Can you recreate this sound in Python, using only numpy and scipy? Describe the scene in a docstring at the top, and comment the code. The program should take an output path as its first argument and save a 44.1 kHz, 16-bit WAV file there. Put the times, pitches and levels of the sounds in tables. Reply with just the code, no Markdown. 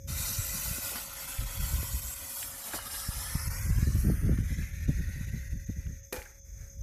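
"""Outdoors at night, on a street: a firework fuse burns, its spark jet (coloured noise plus random grains) hissing and
spitting. The jet turns hollow as the flame sinks into the tube, and fades.
The charge goes off with one sharp crack, built of noise bursts, that echoes along the street.
Gusts of low noise and short pressure pulses buffet the single microphone.
Behind lie crickets (swept sine strokes over a noise chorus), air noise and a faint hum of sines."""
import sys
import numpy as np
from scipy import signal
from scipy.fft import rfft, irfft, next_fast_len
from scipy.io import wavfile
from scipy.ndimage import uniform_filter1d, map_coordinates

SR = 44100
rng = np.random.default_rng(int(sys.argv[2]) if len(sys.argv) > 2 else 0)


def generate_wav(sig):
    """Save sig (samples, or channels by samples) to the path in sys.argv[1] as 16-bit PCM at SR."""
    pcm = np.round(np.clip(np.atleast_2d(sig).T, -1, 1) * 32767).astype(np.int16)
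    wavfile.write(sys.argv[1], SR, pcm)


N = 300762
T = np.arange(N) / SR
SLOW_T = np.arange(0, N / SR + .001, .00025)   # coarse clock [s]

# flame sinking into the tube: (time [s], depth [0-1], first tube resonance [Hz])
SINKING = [(0, 0.04, 1800), (2.5, 0.02, 1720), (2.9, 0.16, 1670), (3.3, 0.17, 1810), (3.65, 0.37, 1910),
           (4.15, 0.53, 1690), (4.7, 0.85, 2040), (5.3, 0.82, 1920), (6.0, 1, 1920)]
# short level dips of hiss and background air: (time [s], dip [dB], length [s])
FALTERS = [(.153, 3, .03), (.8, 2.5, .06), (1.151, 3, .02), (1.267, 5, .024), (1.454, 4, .022),
           (1.591, 4, .026), (2.01, 5, .018), (2.151, 4, .018), (2.637, 2.5, .02), (2.846, 2.5, .016),
           (2.892, 4, .02), (3.495, 8, .02), (4.426, 5, .02), (4.566, 6, .024), (4.717, 5, .032),
           (4.798, 3, .016), (4.87, 7, .018), (4.937, 3, .014), (5.007, 4, .016), (5.261, 5, .018),
           (5.309, 7, .018), (5.494, 6, .018), (5.55, 4, .025), (5.587, 4, .018), (5.657, 9, .016),
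           (5.748, 3, .018)]
# short level dips of the far echo and background air: (time [s], dip [dB], length [s])
AIR_DIPS = [(6.021, 9, .03), (6.33, 5, .022), (6.422, 10, .052), (6.774, 6, .018)]
# bang and its returns from walls: (time [s], rms at peak [dB], t60 [s], bass edge [Hz], treble edge [Hz])
BANG_ARRIVALS = [(6.1246, -39, 0.28, 100, 14000), (6.125, -38.5, 0.016, 200, 14000),
                 (6.1285, -32, 0.018, 200, 14000), (6.1295, -34.5, 0.018, 5000, 14000),
                 (6.1335, -38, .012, 200, 14000), (6.141, -40, .03, 300, 6000),
                 (6.154, -39.5, .04, 2000, 14000), (6.163, -42, .06, 300, 7000),
                 (6.173, -41, .025, 1500, 9000), (6.1905, -43.5, .04, 1200, 3000),
                 (6.192, -52, .2, 4000, 14000), (6.218, -41.5, 0.025, 2000, 2700),
                 (6.2242, -42, 0.02, 1400, 8000), (6.252, -51, 0.08, 1500, 2600),
                 (6.259, -48, 0.06, 1550, 1950), (6.32, -58, 0.1, 1500, 2200)]


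def from_db(db):
    """Decibels to gain."""
    return 10 ** (np.asarray(db) / 20)


def rms_one(x):
    """Scale to rms 1."""
    return x / np.sqrt(np.mean(x ** 2) + 1e-20)


def in_time(rows, t=T):
    """Each column of a curve at the times t."""
    s, *columns = np.transpose(rows)
    return [np.interp(t, s, c) for c in columns]


def at_hz(points, hz):
    """A spectrum in dB, straight on a log-frequency axis."""
    f, db = np.transpose(points)
    return np.interp(np.log(np.maximum(hz, 1)), np.log(f), db)


def noise(spectrum, source=None):
    """White noise, or another source, given a colour that falls away beyond its ends; rms 1."""
    source = rng.standard_normal(N) if source is None else source
    hz = np.arange(N // 2 + 1) * SR / N + 1e-3
    low_skirt = np.minimum(1, hz / spectrum[0][0]) ** 2
    high_skirt = np.minimum(1, spectrum[-1][0] / hz) ** 4
    gain = from_db(at_hz(spectrum, hz)) * low_skirt * high_skirt
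    return rms_one(irfft(rfft(source) * gain, N))


def drift(rate_hz):
    """Slow chance up to about rate_hz; spread 1."""
    size = next_fast_len(len(SLOW_T))
    hz = np.arange(size // 2 + 1) / (size * SLOW_T[1])
    slow = irfft(rfft(rng.standard_normal(size)) / (1 + (hz / rate_hz) ** 2), size)
    return np.interp(T, SLOW_T, rms_one(slow[:len(SLOW_T)]))


def patches(shape, size=5):
    """Chance alike over a few hundred Hz and a few hundredths of a second; spread 1."""
    field = rng.standard_normal(shape)
    field = uniform_filter1d(field, size, axis=0)
    return rms_one(uniform_filter1d(field, size, axis=1))


def filtered(x, edge_hz, kind, order=2):
    """Causal Butterworth filter."""
    edge_hz = np.clip(edge_hz, 10, .45 * SR)
    return signal.sosfilt(signal.butter(order, edge_hz, kind, fs=SR, output="sos"), x)


def burst(start_s, t60_s, rise_s):
    """Envelope with a quick rise and an exponential fall."""
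    age = np.maximum(T - start_s, 0)
    fall = np.exp(-np.minimum(np.log(1000) * age / t60_s, 40))
    return (1 - np.exp(-age / rise_s)) * fall


def dips(rows):
    """Short, steep-sided drops of level: gain over time."""
    drop_db = np.zeros(N)
    for s, db, length_s in rows:
        u = 2 * (T - s) / length_s
        drop_db += db * np.exp(-np.minimum(u ** 2, 5) ** 2)
    return from_db(-drop_db)


def evened(x, window_s):
    """Hold a noise near rms 1 over short windows, keeping its finer lumps."""
    size = max(int(window_s * SR), 2)
    power = uniform_filter1d(uniform_filter1d(x ** 2, size), size)
    return x / np.sqrt(power + 1e-6)


def sparks(per_s, spread_db):
    """Sharp grains bursting at random, most small and a few large; rms 1."""
    sizes = from_db(spread_db * np.minimum(rng.exponential(1, N), 5))
    signs = rng.choice([-1, 1], N)
    return rms_one(sizes * signs * (rng.random(N) < per_s / SR))


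def fuse():
    """A sputtering gas jet full of sparks, coloured by the tube and by nearby surfaces."""
    # roar of the flame, which flares as it reaches the tube: (time [s], level [dB])
    roar_rows = [(0.1, -52), (0.18, -47.5), (1.0, -48.5), (1.8, -49), (1.92, -54), (2.5, -53.5),
                 (2.73, -47), (2.84, -48), (3.45, -46.5), (3.73, -50.5), (3.83, -47.5), (3.9, -54.5),
                 (4.67, -51), (5.49, -57), (5.55, -61.5), (5.93, -62.5), (6.0, -65.5)]
    # sizzle of the sparks: (time [s], level [dB])
    sizzle_rows = [(0.1, -43.5), (0.2, -36), (0.6, -36.5), (1.02, -40), (1.1, -45), (1.3, -40.5),
                   (1.48, -44.5), (1.64, -40.5), (2.12, -39.5), (2.22, -44.5), (2.37, -37.5), (2.53, -45.5),
                   (2.68, -39), (2.71, -46.5), (2.755, -35.5), (2.8, -48.5), (2.96, -39), (3.45, -43),
                   (3.52, -46), (3.95, -50), (4.0, -43.5), (4.1, -51.5), (5.97, -67), (6.0, -93)]
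    light_s, out_s, patchy_db = 0.072, 6.04, 2.5
    hz, t, frames = signal.stft(with_reflections(spark_jet()), SR, nperseg=512)
    # each sputter has its own colour
    colour = jet_colour(hz, t) * from_db(patchy_db * patches(frames.shape))

    def band_gain(rows, low_hz, high_hz):
        """Gain that brings the band to its level curve."""
        band = (hz > low_hz) & (hz < high_hz)
        return from_db(in_time(rows, t)[0]) / np.sqrt((colour[band] ** 2).sum(0) / len(hz))

    # roar sets the middle of the spectrum, sizzle the top
    roar = band_gain(roar_rows, 700, 2800)
    sizzle = band_gain(sizzle_rows, 7500, 14500)
    high = np.clip(at_hz([(2200, 0.11), (7500, 0.81)], hz), 0, 1)[:, None]
    hiss = signal.istft(frames * colour * roar ** (1 - high) * sizzle ** high, SR)[1][:N]
    lighting = np.clip((T - light_s) / .015, 0, 1)
    dying = np.clip(1 - (T - out_s) / .06, 0, 1)
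    return hiss * lighting * dying * dips(FALTERS)


def spark_jet():
    """Gas noise plus bursting powder grains; starved of air down the tube, the flame sputters more."""
    spark_db, sputter_db, sunk_sputter_db, flicker_db = -5, 1.08, 0.23, 0.1
    jet = rng.standard_normal(N) + from_db(spark_db) * sparks(per_s=3000, spread_db=1.8)
    depth = in_time(SINKING)[0]
    sputter = (sputter_db + sunk_sputter_db * depth) * drift(3.0)
    return jet * from_db(sputter + flicker_db * drift(210))


def with_reflections(jet):
    """Delayed copies off tube, ground and rough surfaces comb the jet; rms 1."""
    # (time [s], near delay [ms], near share [gain], far delay [ms])
    reflection_rows = [(0.1, .88, .12, 1.57), (0.8, .88, .15, 1.54), (1.1, .89, .3, 1.5),
                       (1.6, .9, .33, 1.46), (2.25, .89, .33, 3.0), (2.9, 1.03, .25, 3.9),
                       (3.5, .92, .33, 3.9), (3.85, .76, .3, 3.5), (4.15, .66, .33, 3.3),
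                       (4.5, .535, .36, 2.95), (4.9, .48, .36, 2.72), (5.3, .46, .36, 2.55),
                       (6.1, .48, .36, 2.33)]
    far_share = .17
    near_ms, near_share, far_ms = in_time(reflection_rows)
    near = near_share * reflected(jet, near_ms)
    far = far_share * reflected(jet, far_ms)
    return rms_one(jet + near + far + scattered(jet, near_ms / near_ms[0]))


def reflected(x, delay_ms):
    """A copy that arrives later by a changing delay."""
    return map_coordinates(x, [np.arange(N) - delay_ms * SR / 1000], order=3)


def scattered(x, stretch, count=9):
    """Weak reflections off rough pavement and wall, whose drifting paths stretch with the near one."""
    min_ms, max_ms, joint_share, wander = 1.3, 5.5, .62, .045   # wander: relative drift of each path
    total = np.zeros(N)
    for k, ms in enumerate(rng.uniform(min_ms, max_ms, count)):
        path_ms = ms * stretch * (1 + wander * drift(.6))
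        total += (-1) ** k * reflected(x, path_ms)
    return joint_share * total / np.sqrt(count)


def bell(hz, centre_hz, width_hz):
    """Shape of a moving resonance, 1 on top: frequencies x moments."""
    return 1 / (1 + ((hz[:, None] - centre_hz) / width_hz) ** 2)


def jet_colour(hz, t):
    """The hiss turns hollow as the flame sinks, and the tube starts to ring: gain by frequency and moment."""
    # jet in the open: (frequency [Hz], density [dB])
    open_jet = [(180, -1.5), (300, -1), (420, -14.5), (520, -5), (680, -2.5), (1300, -1.5), (1750, -0.5),
                (2150, -2), (3300, -4), (4300, -5), (5500, -4), (7500, 0.5), (9000, -5), (11400, 1.5),
                (13500, 1), (14600, -5.5)]
    # jet down the tube: (frequency [Hz], density [dB])
    sunk_jet = [(250, -34), (700, -24), (1000, -23.5), (1600, -14), (2300, -15), (3050, -21.5), (3500, -17),
                (5000, -15.5), (6500, -13.5), (8200, -25.5), (9500, -22.5), (11400, -20.5), (13000, -25),
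                (14600, -29)]
    # first tube resonance: (width [Hz], lift when fully sunk [dB])
    tube = (390, 16.2)
    # tube mouth resonances: (frequency [Hz], width [Hz], lift [dB], strongest at depth [0-1])
    mouth = [(1814, 190, -5, 0), (7360, 340, -3, 0.2), (5300, 440, 12, 0.23), (6540, 380, -7, 0.12),
             (7630, 110, 8, 0.14), (9140, 430, 10.5, 0.14), (10870, 580, 9.5, 0.22),
             (7240, 1400, -16, 0.58), (8900, 590, 12, 0.58), (8050, 330, -8, 0.74), (4900, 140, 0, 1),
             (11900, 400, 12, 0.91), (6300, 280, -1, 0.85)]
    # colour while the lighting hand is beside the fuse: (frequency [Hz], width [Hz], lift [dB])
    hand = [(760, 300, -3), (1840, 72, -13), (2020, 81, 5), (3260, 68, -27), (3970, 100, 7), (4200, 95, 3),
            (6100, 470, 8), (9200, 220, -11), (9560, 140, 8), (10000, 130, -3), (11100, 160, -9),
            (13000, 160, -4)]
    # band cancelled by a reflection: (time [s], frequency [Hz], width [Hz], dip [dB])
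    hollow = [(0.1, 3300, 248, 0.5), (0.75, 3440, 246, 2), (1.05, 3060, 300, -2.5), (2.3, 3000, 500, 2),
              (2.95, 2070, 400, 7), (3.3, 2580, 400, 8), (3.42, 3530, 750, 15), (3.68, 3560, 800, 28),
              (3.85, 3240, 600, 5), (4.05, 3700, 600, 11), (4.2, 4080, 660, 17), (4.45, 4660, 600, 8),
              (4.9, 4660, 600, 4)]
    mouth_reach = 0.097   # change of depth over which a mouth resonance fades
    hand_away_s, hand_leaves_s = 0.58, 0.45   # half gone at; pace of leaving
    hollow_ragged = .4   # spread as a share of the dip

    depth, tube_hz = in_time(SINKING, t)
    db = np.outer(at_hz(open_jet, hz), 1 - depth) + np.outer(at_hz(sunk_jet, hz), depth)
    width_hz, lift_db = tube
    db = db + depth * lift_db * bell(hz, tube_hz, width_hz)
    for centre_hz, width_hz, lift_db, best_depth in mouth:
        strength = np.exp(-((depth - best_depth) / mouth_reach) ** 2)
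        db = db + lift_db * bell(hz, centre_hz, width_hz) * strength
    hand_near = (1 - np.tanh((t - hand_away_s) / hand_leaves_s)) / 2
    for centre_hz, width_hz, lift_db in hand:
        db = db + hand_near * lift_db * bell(hz, centre_hz, width_hz)
    hollow_hz, hollow_width_hz, dip_db = in_time(hollow, t)
    ragged = 1 + hollow_ragged * patches(db.shape)
    return from_db(db - dip_db * ragged * bell(hz, hollow_hz, hollow_width_hz))


def spits():
    """Pockets of powder flare in short puffs of band noise."""
    # (time [s], rms at peak [dB], pitch [Hz], t60 [s])
    spit_rows = [(0.783, -44, 254, 0.086), (0.917, -45.5, 574, 0.23), (0.945, -48.5, 210, 0.28),
                 (0.953, -45, 950, 0.21), (0.956, -41, 1810, 0.087), (1.826, -47.5, 1500, 0.09),
                 (2.428, -31, 2500, 0.021), (2.734, -35, 1340, 0.092), (2.738, -38.5, 254, 0.1),
                 (2.74, -38.5, 686, 0.14), (2.787, -37, 1080, 0.038), (4.375, -45.5, 1780, 0.058),
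                 (4.622, -50, 2000, 0.14), (5.866, -48.5, 2000, 0.022)]
    out = np.zeros(N)
    for s, db, hz, t60_s in spit_rows:
        puff = rms_one(filtered(rng.standard_normal(N), [hz * .65, hz * 1.4], "band"))
        out += from_db(db) * puff * burst(s, t60_s, rise_s=.0005)
    return out


def bang():
    """A shock front, its crackling scatter, a puff of air, a few rings, then a far roll."""
    return shock_front() + air_puff() + crackling_blast() + bang_rings() + far_roll()


def shock_front():
    """A push and an equal suction within a fraction of a millisecond."""
    snap_s, snap_db, half_ms = 6.1303, -25, .08
    u = (T - snap_s) * 1000 / half_ms
    return -2 * from_db(snap_db) * u * np.exp(-u ** 2)


def air_puff():
    """The pushed air reaches the microphone: one slow pulse with suction on both sides."""
    puff_s, peak_db, half_ms = 6.186, -32.5, 6.2
    u = (T - puff_s) * 1000 / half_ms
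    return from_db(peak_db) * (1 - 2 * u ** 2) * np.exp(-u ** 2)


def crackling_blast():
    """Noise and separate shocks scatter off pavement and walls in a train of decaying arrivals."""
    # (frequency [Hz], density [dB])
    blast_colour = [(100, -5), (250, 10), (400, -16), (700, 2), (1100, -2), (1600, 3), (2500, -5),
                    (3500, -7.5), (6100, -4.5), (7600, -3), (8700, -11), (9600, -5), (11000, 0), (14600, 0)]
    crackle_db, scatter_db = .5, 2.5   # crackle against smooth noise; spread of level
    shocks = rng.standard_normal(N) + from_db(crackle_db) * sparks(per_s=900, spread_db=2.6)
    blast = evened(noise(blast_colour, shocks), window_s=0.0055) * from_db(scatter_db * drift(300))
    out = np.zeros(N)
    for s, db, t60_s, low_hz, high_hz in BANG_ARRIVALS:
        arrival = np.roll(blast, rng.integers(N))
        arrival = rms_one(filtered(arrival, [low_hz, high_hz], "band"))
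        out += from_db(db) * arrival * burst(s, t60_s, rise_s=.0003)
    return out


def bang_rings():
    """Tube and pavement ring as decaying sines; a wall sends the ringing back."""
    # (frequency [Hz], level [dB], t60 [s])
    ring_rows = [(386, -28.5, 0.077), (507, -35, 0.26), (842, -45, 0.4), (1830, -45, 0.2),
                 (2410, -46, 0.35)]
    return_s, return_db = 6.164, -9   # return level against the first
    start_s = BANG_ARRIVALS[0][0]
    out = np.zeros(N)
    for hz, db, t60_s in ring_rows:
        first = burst(start_s, t60_s, rise_s=0.0038)
        returned = from_db(return_db) * burst(return_s, t60_s / 2, rise_s=0.0023)
        tone = np.sin(2 * np.pi * hz * (T - start_s) + drift(48))
        out += from_db(db) * tone * (first + returned)
    return out


def far_roll():
    """Coloured noise: the bang rolling back from far down the street."""
    # (time [s], level [dB])
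    echo_rows = [(6.12, -100), (6.18, -52.5), (6.3, -59), (6.41, -73), (6.54, -70.5), (6.6, -61),
                 (6.67, -63), (6.78, -78)]
    # (frequency [Hz], density [dB])
    far_colour = [(400, 1.5), (1000, -12), (1600, 1.5), (2300, -0.5), (3000, -20), (4000, -12.5),
                  (8000, -10), (14600, -12)]
    far_db, = in_time(echo_rows)
    return from_db(far_db + 0.81 * drift(30)) * noise(far_colour) * dips(AIR_DIPS)


def wind():
    """Lumpy pressure on the microphone port: rumble, slow sway, flutter and fine eddies, each a noise band."""
    # each colour: (frequency [Hz], density [dB])
    rumble_colour = [(22, -41), (31, -28), (42, -3), (60, 1.5), (90, -3), (130, -11), (190, -46)]
    flutter_colour = [(90, -12.5), (135, 6.5), (190, 1), (260, -10), (350, -20.5), (500, -25.5),
                      (750, -51.5), (1200, -61)]
    sway_colour = [(24, -23), (34, 5.5), (46, -1), (64, -17.5)]   # slow, large eddies that stay when the wind drops
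    eddy_colour = [(200, 5.5), (330, 6.5), (480, -13.5), (700, -14.5), (950, -30)]   # fine turbulence of strong gusts
    rumble_trim_db, flutter_trim_db, lumpy_db = -0.8, -2.0, 2.0
    sway_db, sway_follows, lull_db = -52.5, 0.73, -50.5   # sway in a lull, share of wind swing, wind in a lull
    eddy_db, strong_gust_db, eddy_growth = -39, -25, 1.7
    low_db, high_db = wind_levels()
    high_db = high_db + lumpy_db * drift(51)
    out = from_db(low_db + rumble_trim_db) * evened(noise(rumble_colour), window_s=0.56)
    out += from_db(sway_db + sway_follows * (low_db - lull_db)) * noise(sway_colour)
    out += from_db(high_db + flutter_trim_db) * evened(noise(flutter_colour), window_s=0.033)
    # fine eddies grow faster than the gust, so strong gusts sound brighter
    fine_db = eddy_db + eddy_growth * (high_db - strong_gust_db) + 0.95 * drift(43)
    return out + from_db(fine_db) * noise(eddy_colour) + buffets()


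def wind_levels():
    """Each gust swells quickly and dies away on top of the breeze: dB of rumble and of flutter."""
    # rumble between gusts, before trim: (time [s], level [dB])
    breeze = [(0.04, -46), (0.66, -45.5), (0.96, -54), (1.31, -55.5), (1.75, -35.5), (2.05, -41.5),
              (2.35, -66.5), (2.5, -49.5), (2.67, -86), (2.75, -49), (2.89, -53), (3.66, -31), (4.26, -48),
              (4.81, -32), (5.39, -37.5), (6.05, -55), (6.35, -56), (6.6, -42), (6.72, -48.5),
              (6.82, -36.5)]
    # gusts, before trim: (peak time [s], rumble [dB], flutter [dB], length [s])
    gusts = [(0.123, -35, -44.5, 0.12), (0.207, -35, -41, 0.021), (0.313, -28, -37.5, 0.0088),
             (0.396, -25.5, -57, 0.013), (0.554, -52, -42, 0.076), (0.69, -39.5, -44.5, 0.067),
             (1.425, -32, -45, 0.041), (1.614, -26.5, -41, 0.062), (1.736, -29, -38.5, 0.04),
             (1.79, -27.5, -41, 0.015), (1.947, -26, -40.5, 0.021), (3.091, -24.5, -44, 0.0046),
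             (3.176, -31, -55, 0.013), (3.355, -30, -29.5, 0.0089), (3.477, -28.5, -37.5, 0.014),
             (3.668, -29, -34, 0.024), (3.702, -11.5, -27.5, 0.012), (3.779, -26, -33, 0.047),
             (3.828, -22, -27.5, 0.0096), (3.885, -22, -29, 0.032), (3.961, -19.5, -30, 0.038),
             (4.054, -19.5, -25.5, 0.038), (4.092, -21, -23.5, 0.055), (4.265, -21.5, -26.5, 0.077),
             (4.309, -26.5, -21, 0.031), (4.416, -25, -33.5, 0.046), (4.518, -28.5, -30, 0.029),
             (4.594, -32, -31.5, 0.045), (4.893, -41, -23, 0.021), (4.992, -34, -34.5, 0.037),
             (5.091, -50, -30, 0.013), (5.169, -36, -37.5, 0.041), (5.281, -40, -36, 0.02),
             (5.34, -37, -28.5, 0.027), (5.544, -30.5, -38.5, 0.05), (5.698, -30, -31.5, 0.019),
             (5.779, -33, -37.5, 0.028), (5.883, -30, -38.5, 0.052)]
    breeze_flutter_db = -15.5   # against the breeze's rumble
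    gust_rise, flutter_sharpness = 0.62, 1.41   # rise per length; flutter comes and goes faster
    rumble = from_db(in_time(breeze, SLOW_T)[0]) ** 2
    flutter = rumble * from_db(breeze_flutter_db) ** 2
    for s, rumble_db, flutter_db, length_s in gusts:
        u = (SLOW_T - s) / length_s
        swell = np.exp(-np.minimum(np.where(u < 0, (u / gust_rise) ** 2, u), 20))
        rumble = rumble + (from_db(rumble_db) * swell) ** 2
        flutter = flutter + (from_db(flutter_db) * swell ** flutter_sharpness) ** 2
    return [np.interp(T, SLOW_T, 10 * np.log10(power)) for power in (rumble, flutter)]


def buffets():
    """The hardest eddies slap the port: a push followed by a slower, weaker suction."""
    # (time [s], peak before trim [dB], duration [ms])
    buffet_rows = [(0.387, -23, 2.7), (0.713, -22.5, 2.2), (1.392, -16.5, 3.7), (1.831, -28.5, 0.66),
                   (3.355, -19.5, 2.24), (3.873, -19, 1.07), (4.1, -14.5, 0.67), (4.294, -16, 0.83),
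                   (4.388, -15.5, 1.3), (4.892, -12.5, 1.12), (5.212, -19.5, 1.85), (5.341, -34, 1.8),
                   (5.701, -19.5, 2.06)]
    trim_db = -1
    out = np.zeros(N)
    for s, db, ms in buffet_rows:
        u = (T - s) * 1000 / ms
        push, suction = np.exp(-u ** 2), 0.11 * np.exp(-((u - 3) / 2.1) ** 2)
        out += from_db(db + trim_db) * (push - suction)
    return out


def crickets():
    """The nearest cricket chirps in four wing strokes that fall in pitch; a chorus throbs behind."""
    # far crickets: (frequency [Hz], density [dB])
    chorus_colour = [(4800, -48), (5500, -32), (5950, -5), (6200, -5.5), (6420, -1), (6700, -10),
                     (7050, -15), (7800, -60)]
    # nearest cricket: (time [s], peak [dB])
    chirp_rows = [(4.75, -50), (4.92, -62), (5.07, -52), (5.2, -54), (5.36, -53), (5.49, -52.5),
                  (5.64, -50.5), (5.772, -52), (5.918, -52), (6.029, -48.5), (6.252, -53), (6.41, -51.5),
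                  (6.555, -49), (6.675, -48), (6.803, -47.5)]
    # level of each wing stroke of a chirp [dB]
    stroke_levels_db = [-1, 0, -6, -6]
    stroke_gap_s, stroke_s, top_hz, fall_hz = 0.017, .014, 6600, 450
    jitter_s, jitter_hz, chorus_db = .0015, 70, -60.0
    out = from_db(chorus_db + 2.5 * drift(23)) * noise(chorus_colour)
    rasp = drift(340)
    for s, db in chirp_rows:
        for k, stroke_db in enumerate(stroke_levels_db):
            late, sharp = rng.standard_normal(2)
            start_s = s + k * stroke_gap_s + jitter_s * late
            at = np.flatnonzero((T >= start_s) & (T < start_s + stroke_s))
            u = (T[at] - start_s) / stroke_s
            stroke_hz = top_hz + jitter_hz * sharp - fall_hz * u
            phase = 2 * np.pi * np.cumsum(stroke_hz) / SR + .5 * rasp[at]
            out[at] += from_db(db + stroke_db) * np.sin(np.pi * u) * np.sin(phase)
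    return out


def night():
    """Still air as coloured noise, whose level dips now and then, and slightly wavering sine hums."""
    # (frequency [Hz], density [dB])
    air_colour = [(200, -4), (420, 1), (650, 1), (950, -38), (1700, -4), (2400, 1), (3000, -40),
                  (3500, -6.5), (4300, -26), (5200, 3.5), (7600, -2), (9500, -11), (12000, 1), (14600, 2.5)]
    # distant tones: (frequency [Hz], mean rms level [dB])
    hum_rows = [(3435, -83.5), (5152, -76.5)]
    # low hum: (time [s], mean rms level [dB])
    drone_rows = [(0, -60.5), (3.3, -64), (4.6, -70), (6.1, -68.5), (6.4, -71.5), (6.55, -71.5),
                  (6.82, -64)]
    drone_hz, waver_db, air_db = 548, 1.2, -63.5
    out = from_db(air_db) * noise(air_colour) * dips(FALTERS) * dips(AIR_DIPS)
    for hz, db in [(drone_hz, in_time(drone_rows)[0]), *hum_rows]:
        tone = np.sqrt(2) * np.sin(2 * np.pi * hz * T + 0.7 * drift(4.8))
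        out += from_db(db + waver_db * drift(9)) * tone
    return out


def scene():
    """Everything reaches one microphone, the same in both channels."""
    mono = fuse() + spits() + bang() + wind() + crickets() + night()
    return np.stack([mono, mono])


def record(dry):
    """The deepest bass and the top are cut."""
    cutoff_hz = 14620
    x = filtered(dry, 32.4, "high")
    return signal.sosfilt(signal.ellip(12, .1, 80, cutoff_hz, fs=SR, output="sos"), x)


dry = scene()
out = record(dry)
generate_wav(out)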